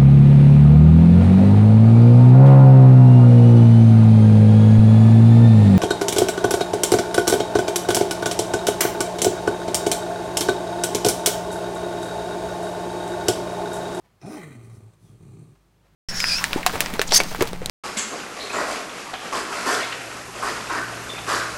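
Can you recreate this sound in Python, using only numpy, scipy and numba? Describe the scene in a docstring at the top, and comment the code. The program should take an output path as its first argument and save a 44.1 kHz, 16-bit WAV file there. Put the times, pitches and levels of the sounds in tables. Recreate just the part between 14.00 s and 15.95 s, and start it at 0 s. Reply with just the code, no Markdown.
"""A small wooden-floored room, one microphone near a small dog behind a pet gate; faint mains hum.
After a soft rustle the dog gives one huffing woof, mouth barely open, air rushing through lips and
nose. Its pitch breaks upward into a yelp, then sinks into a low growl with two quick sniffs. A third
sniff whistles thinly as slack, uneven throat pulses set chest and throat rumbling over a long breath
out. The room rings briefly after each sound, and a few last rustles leave only room air and hum."""
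import sys
import numpy as np
from scipy import signal
from scipy.fft import rfft, irfft
from scipy.io import wavfile
from scipy.ndimage import uniform_filter1d
from numba import njit

SR = 44100
rng = np.random.default_rng(int(sys.argv[2]) if len(sys.argv) > 2 else 0)


def store_pcm(level_fs):
    """Save levels as 16-bit WAV."""
    pcm = np.round(np.clip(level_fs, -1, 1) * 32767).astype(np.int16)
    wavfile.write(sys.argv[1], SR, np.atleast_2d(pcm).T)


N = 85995

# colour of the room air: freq_hz, gain_db
ROOM_AIR_COLOUR = [(20,-36),(40,-37),(65,-6),(160,-0.5),(270,-14.5),(345,-9),(450,-14),(1200,-18),(2000,-23.5),(15500,-36.5)]
# mains hum: pitch_hz, level_db
HUM_TONES = [(50.3,-67),(100.6,-68.5)]
# the dog's small movements: centre_s, half_length_s, level_db
RUSTLES = [(.055,0.016,-62.5),(1.236,0.004,-61),(1.558,0.0074,-64),(1.865,0.025,-66.5),(1.94,0.046,-72.5)]
# their colour: freq_hz, gain_db
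RUSTLE_COLOUR = [(250,-7.5),(650,7.5),(2100,-0.5),(4500,-9),(15000,-26)]

# sniffs, the long breath out, and spurts that flap the lips: centre_s, half_length_s, level_db
SNIFFS = [(.65,0.023,-67.5),(.75,0.037,-66),(1.06,0.064,-69.5)]
EXHALE = [(1.33,0.31,-77)]
LIP_FLAPS = [(.396,0.0096,-48),(.419,0.0027,-50),(.444,0.0039,-47),(.519,0.003,-50.5)]
# nose whistle in the last sniff: time_s, pitch_hz, level_db
NOSE_WHISTLE = [(1.03,3650,-75),(1.06,3510,-75),(1.09,3290,-69),(1.13,3120,-88)]
# air flow along four paths: time_s, mouth_db, lips_db, teeth_db, nose_db
AIR_FLOW = [(.208,-95,-85,-59,-92),(.215,-58,-62,-60.5,-92),(.24,-51.5,-70,-56,-83),(.28,-49.5,-63,-54.5,-56),(.335,-45.5,-56,-51.5,-79),(.37,-48,-51.5,-53.5,-55.5),(.398,-52,-45.5,-66,-58),(.45,-60,-55,-79,-60),(.52,-65,-58.5,-77,-63.5),(.59,-79,-66,-87,-68),(.72,-67,-70,-72,-69),(.88,-75,-94,-100,-74.5),(.95,-74,-86,-75,-75)]
# colours of those paths, of a sniff and of the throat behind a closed mouth: freq_hz, gain_db
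MOUTH_COLOUR = [(200,-13),(420,0.5),(530,-7),(670,2),(760,-4),(850,-7.5),(980,-8.5),(1200,-5.5),(1370,-10),(1520,-7),(1750,-25),(3000,-31),(8000,-70)]
LIPS_COLOUR = [(300,-43),(900,-10.5),(1500,-3),(1700,-17.5),(1870,2),(2030,3),(2220,-7),(2430,-5.5),(2750,-22.5),(3150,-8.5),(3500,-26.5),(3900,-12),(4800,-42),(12000,-29)]
TEETH_COLOUR = [(1500,-25.5),(2470,7.5),(3000,-13.5),(3850,-1.5),(4650,-8.5),(5200,4),(6650,-6),(7400,-2.5),(8000,-14),(8700,1),(9900,-1),(12000,-13.5),(15500,-11)]
NOSE_COLOUR = [(1400,-18.5),(2400,1.5),(3300,-9),(4400,3.5),(5050,-31.5),(6000,-3.5),(7400,1),(8600,4),(9600,1.5),(11000,-14),(12600,-12),(15500,-18)]
SNIFF_COLOUR = [(1500,-17),(4800,6),(8500,4.5),(10000,11),(11300,2),(15500,-4)]
THROAT_COLOUR = [(90,-29),(165,3),(215,1),(270,-2.5),(355,2.5),(440,-2.5),(530,-14),(650,-8.5),(850,-13.5),(990,-23),(1230,-8.5),(1400,-46),(2300,-21),(3500,-55.5)]
# the hiss at the teeth brightens as the air gathers speed: time_s, cutoff_hz
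HISS_TOP = [(.21,6100),(.245,7600),(.275,12300),(.32,18000)]
# narrow resonances of the muzzle: freq_hz, gain_db
MUZZLE_MODES = [(1515,-3),(2025,-5.5),(2460,3.5),(3130,-9.5),(3870,-4),(6020,5.5),(8720,-5.5)]

# slack pulsing of the throat, under the woof and then after it: time_s, level_db
RUMBLE_LEVEL = [(.21,-59),(.234,-53),(.31,-51),(.42,-61),(.56,-62),(.7,-61),(.76,-57),(.89,-58),(.94,-71),(1.0,-61.5),(1.045,-47.5),(1.077,-59),(1.094,-47.5),(1.14,-47),(1.157,-47.5),(1.195,-61),(1.208,-44.5),(1.262,-43.5),(1.41,-43),(1.455,-47.5),(1.53,-51.5),(1.56,-66)]
# resonances that each slack pulse rings: freq_hz, width_hz, gain_db
CHEST_MODES = [(112,48,-0.5),(172,46,-1.5),(316,58.3,-11),(419,73,-14),(720,130,-38),(1156,57,-24)]
# resonance of the mouth as the jaw drops: time_s, freq_hz, level_db
JAW_RESONANCE = [(.224,680,-58),(.243,690,-44),(.263,696,-49),(.283,674,-45.5),(.312,630,-50),(.335,590,-54),(.385,617,-53),(.42,650,-58),(.48,650,-81)]
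# the woof's break into a yelp and its fall to a growl: time_s, pitch_hz
VOICE_PITCH = [(.22,112),(.24,130.8),(.262,174.5),(.285,211.8),(.299,222),(.307,318.6),(.335,309),(.362,296.8),(.377,272.5),(.384,201.4),(.412,176.9),(.446,155.8),(.494,141.9),(.56,118.9),(.66,114.4),(.74,113.4),(.79,108),(.9,107)]
# strength of the voice: time_s, fundamental_db, overtones_db, rasp_db
VOICE_LEVELS = [(.214,-85,-61,-77),(.233,-38.5,-49,-48),(.285,-38.5,-39.5,-46),(.308,-41.5,-43.5,-46),(.326,-34,-54,-45),(.358,-36.5,-59.5,-49.5),(.385,-43,-41,-61),(.44,-40,-45,-51.5),(.52,-44,-52.5,-51),(.6,-43.5,-53,-53),(.68,-44.5,-58.5,-55),(.73,-41,-60,-56.5),(.79,-41.5,-59,-57),(.897,-46.5,-65,-60.5),(.925,-79,-86,-64.5)]
# a second, slower fold rattles against the voice: time_s, depth (0-1)
FOLD_RATTLE = [(.3,.45),(.33,.3),(.47,.2),(.6,.35),(.7,.15),(.9,.22)]
# catches where the voice nearly stops: centre_s, half_length_s, depth_db
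CATCHES = [(.424,0.0084,8.5),(.54,0.0078,15),(.625,0.0081,10),(.668,0.0032,24),(.758,0.0072,38),(.807,0.0099,30),(1.246,0.006,15),(1.279,0.0031,12)]


def undb(db):
    """Decibels to gain."""
    return 10 ** (np.asarray(db) / 20)


def unit(x):
    """Scale to rms 1."""
    return x / np.sqrt(np.mean(x ** 2))


def curve(table, column=1):
    """One column of a table, joined by straight lines in time."""
    rows = np.array(table)
    return np.interp(np.arange(N) / SR, rows[:, 0], rows[:, column])


def strength(table, column=1):
    """Gain from a dB column, fading to silence outside its span."""
    t = np.arange(N) / SR
    sounding = 1. * ((t > table[0][0]) & (t < table[-1][0]))
    return undb(curve(table, column)) * uniform_filter1d(sounding, size=400)


def bumps(table, gain=undb):
    """Bell-shaped swells at the rows' times."""
    t = np.arange(N) / SR
    return sum(gain(db) * np.exp(-((t - at) / half) ** 2) for at, half, db in table)


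def colour(x, points):
    """Causal filter through (Hz, dB) points; rms 1."""
    rows, size = np.array(points), 2 * N
    hz = np.maximum(np.fft.rfftfreq(size, 1 / SR), 1)
    gain_db = np.interp(np.log(hz), np.log(rows[:, 0]), rows[:, 1])
    cepstrum = irfft(np.log(undb(gain_db)))
    cepstrum[1:N] *= 2  # fold to minimum phase
    cepstrum[N + 1:] = 0
    return unit(irfft(rfft(x, size) * np.exp(rfft(cepstrum)))[:N])


def noise(points):
    """Coloured noise of rms 1."""
    return colour(rng.standard_normal(N), points)


def drift(rate_hz):
    """Smooth random drift of rms 1."""
    hold = max(int(SR / rate_hz), 1)
    steps = np.repeat(rng.standard_normal(N // hold + 1), hold)[:N]
    return unit(uniform_filter1d(steps, hold))


def steady(x, span_s):
    """Hold a sound at rms 1 over the given span."""
    span = int(span_s * SR)
    power = uniform_filter1d(uniform_filter1d(x * x, span), span)
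    return x / np.sqrt(np.maximum(power, 1e-9))


@njit
def resonate(x, hz, width_hz):
    """Moving resonance; returns its band-pass and low-pass outputs."""
    out, band_state, low_state = np.empty((2, len(x))), 0., 0.
    for i in range(len(x)):
        g, damping = np.tan(np.pi * min(hz[i] / SR, .45)), width_hz[i] / hz[i]
        band = (band_state + g * (x[i] + 1e-18 - low_state)) / (1 + g * (g + damping))
        out[0, i], out[1, i] = damping * band, low_state + g * band
        band_state, low_state = 2 * band - band_state, low_state + 2 * g * band
    return out


def room_tone(air_db=-63, waver_db=3):
    """Quiet room air and a slightly wavering mains hum."""
    t = np.arange(N) / SR
    hum = 0
    for hz, db in HUM_TONES:
        peak = np.sqrt(2) * undb(db + waver_db * drift(6.62))
        hum += peak * np.sin(2 * np.pi * (hz * t + rng.random()))
    return hum + undb(air_db) * noise(ROOM_AIR_COLOUR)


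def room(x, t60_s=0.35, reflections_db=-4.5, low_cut_hz=259):
    """Dense reflections from floor and walls reach the microphone just after the direct sound."""
    t = np.arange(SR // 2) / SR
    tail = rng.standard_normal(len(t)) * np.exp(-np.log(1000) * t / t60_s) * (t > .003)
    tail = signal.sosfilt(signal.butter(2, low_cut_hz, "high", fs=SR, output="sos"), tail)
    return x + undb(reflections_db) * signal.fftconvolve(x, tail / np.linalg.norm(tail))[:N]


def rustles():
    """The dog's small movements make soft swells of noise."""
    return noise(RUSTLE_COLOUR) * bumps(RUSTLES)


def nose():
    """Quick sniffs, the last with a thin whistle, then a long breath out."""
    whistle_hz = curve(NOSE_WHISTLE) * (1 + 0.023 * drift(570))
    whistle = np.sin(2 * np.pi * np.cumsum(whistle_hz) / SR) * strength(NOSE_WHISTLE, column=2)
    return noise(SNIFF_COLOUR) * bumps(SNIFFS) + whistle + noise(NOSE_COLOUR) * bumps(EXHALE)


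def throat_pulses(cycles, jitter, shimmer_db):
    """One pulse a cycle, each early or late (jitter, in cycles) and of its own size."""
    beats = np.arange(1, int(cycles[-1]))
    late, size = rng.standard_normal((N // 50, 2))[:len(beats)].T
    onsets = np.interp(beats + jitter * late, cycles, np.arange(N)).astype(int)
    train = np.zeros(N)
    np.add.at(train, onsets, undb(shimmer_db * size))
    return train


def puffs(train, decay_s, flutter=0.7):
    """Air flow that flutters with the throat pulses."""
    flow = signal.lfilter([1], [1, -np.exp(-1 / (decay_s * SR))], train)
    flow = steady(uniform_filter1d(flow, size=60), 0.11)
    return steady(1 - flutter + flutter * flow, 0.051)


def catches():
    """Gain that dips briefly where the voice catches."""
    return undb(-bumps(CATCHES, gain=float))


def rumble(pulse_hz=66.6, snore_db=-27, rasp_db=-16):
    """Slow, uneven pulses ring chest and throat while the nose hisses."""
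    train = throat_pulses(np.arange(N) / SR * pulse_hz, jitter=0.2115, shimmer_db=2.6)
    body = sum((-1) ** k * undb(db) * signal.lfilter(*signal.iirpeak(hz, hz / width, fs=SR), train)
               for k, (hz, width, db) in enumerate(CHEST_MODES))
    body = colour(body, [(40, -35.5), (70, -15), (100, 7.5), (1250, -3.5), (6000, -22)])
    air = undb(snore_db) * noise(NOSE_COLOUR) + undb(rasp_db) * noise(THROAT_COLOUR)
    air *= puffs(train, decay_s=0.0075)
    return (steady(body, .025) * catches() + air) * strength(RUMBLE_LEVEL)


def huff():
    """Air rushes through mouth, lips and nostrils and hisses ever brighter at the teeth."""
    paths = MOUTH_COLOUR, LIPS_COLOUR, TEETH_COLOUR, NOSE_COLOUR
    mouth, lips, teeth, nostrils = (noise(path) * strength(AIR_FLOW, column)
                                    for column, path in enumerate(paths, 1))
    cutoff_hz = curve(HISS_TOP)
    _, hiss = resonate(teeth, cutoff_hz, np.sqrt(2) * cutoff_hz)
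    return mouth + lips + nostrils + hiss


def mouth_ring(cycles, width_hz=178.):
    """Uneven throat pulses ring the briefly opened mouth."""
    ring = throat_pulses(cycles, jitter=0.078, shimmer_db=4)
    for _ in range(2):
        ring = resonate(ring, curve(JAW_RESONANCE), np.full(N, width_hz))[0]
    return steady(ring, 0.025) * strength(JAW_RESONANCE, column=2)


def overtones(hz, cycles, flicker_db=7, wander_rad=.5):
    """Harmonics 2 and 3, weighted by the throat as they glide through it; each flickers alone."""
    throat_hz, throat_db = np.array(THROAT_COLOUR).T
    out = 0
    for k in (2, 3):
        db = np.interp(np.log(k * hz), np.log(throat_hz), throat_db) + flicker_db * drift(80.7)
        out += undb(db) * np.sin(2 * np.pi * (k * cycles + rng.random()) + wander_rad * drift(90))
    return steady(out, 0.034) * strength(VOICE_LEVELS, column=2)


def vocal_folds(hz, cycles, rattle_hz=61.82):
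    """The folds sound a fundamental and overtones; a slower fold shakes the fundamental's level."""
    rattle_cycles = np.cumsum(rattle_hz * (1 + .15 * drift(60.4))) / SR
    rattle = 1 + curve(FOLD_RATTLE) * np.sin(2 * np.pi * rattle_cycles)
    fundamental = np.sqrt(2) * np.sin(2 * np.pi * cycles) * strength(VOICE_LEVELS)
    return fundamental * rattle + overtones(hz, cycles)


def woof(waver=.014):
    """One wavering pitch drives voice, mouth ring and the flutter of rasp and air; the lips flap."""
    hz = curve(VOICE_PITCH) * (1 + waver * drift(129.3))
    cycles = np.cumsum(hz) / SR
    flow = puffs(throat_pulses(cycles, jitter=0.024, shimmer_db=7.5), decay_s=0.0059)
    voice = vocal_folds(hz, cycles)
    rasp = noise(THROAT_COLOUR) * strength(VOICE_LEVELS, column=3)
    breath = (rasp + huff()) * flow
    voiced = (voice + mouth_ring(cycles)) * catches()
    return voiced + breath + noise(LIPS_COLOUR) * bumps(LIP_FLAPS)


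def muzzle(x, q=62):
    """The muzzle lifts a few narrow bands of the sound that passes through it."""
    return x + sum(undb(db) * signal.lfilter(*signal.iirpeak(hz, q, fs=SR), x)
                   for hz, db in MUZZLE_MODES)


def scene(low_cut_hz=72):
    """At the microphone: the dog, without deep bass, its movements and the room."""
    dog = muzzle(woof() + rumble() + nose())
    dog = signal.sosfilt(signal.butter(4, low_cut_hz, "high", fs=SR, output="sos"), dog)
    return (room(dog + rustles()) + room_tone())[None]


def record(dry, top_hz=15800):
    """The recorder cuts the top."""
    return signal.sosfilt(signal.ellip(10, .2, 70, top_hz, fs=SR, output="sos"), dry)


dry = scene()
out = record(dry)
store_pcm(out)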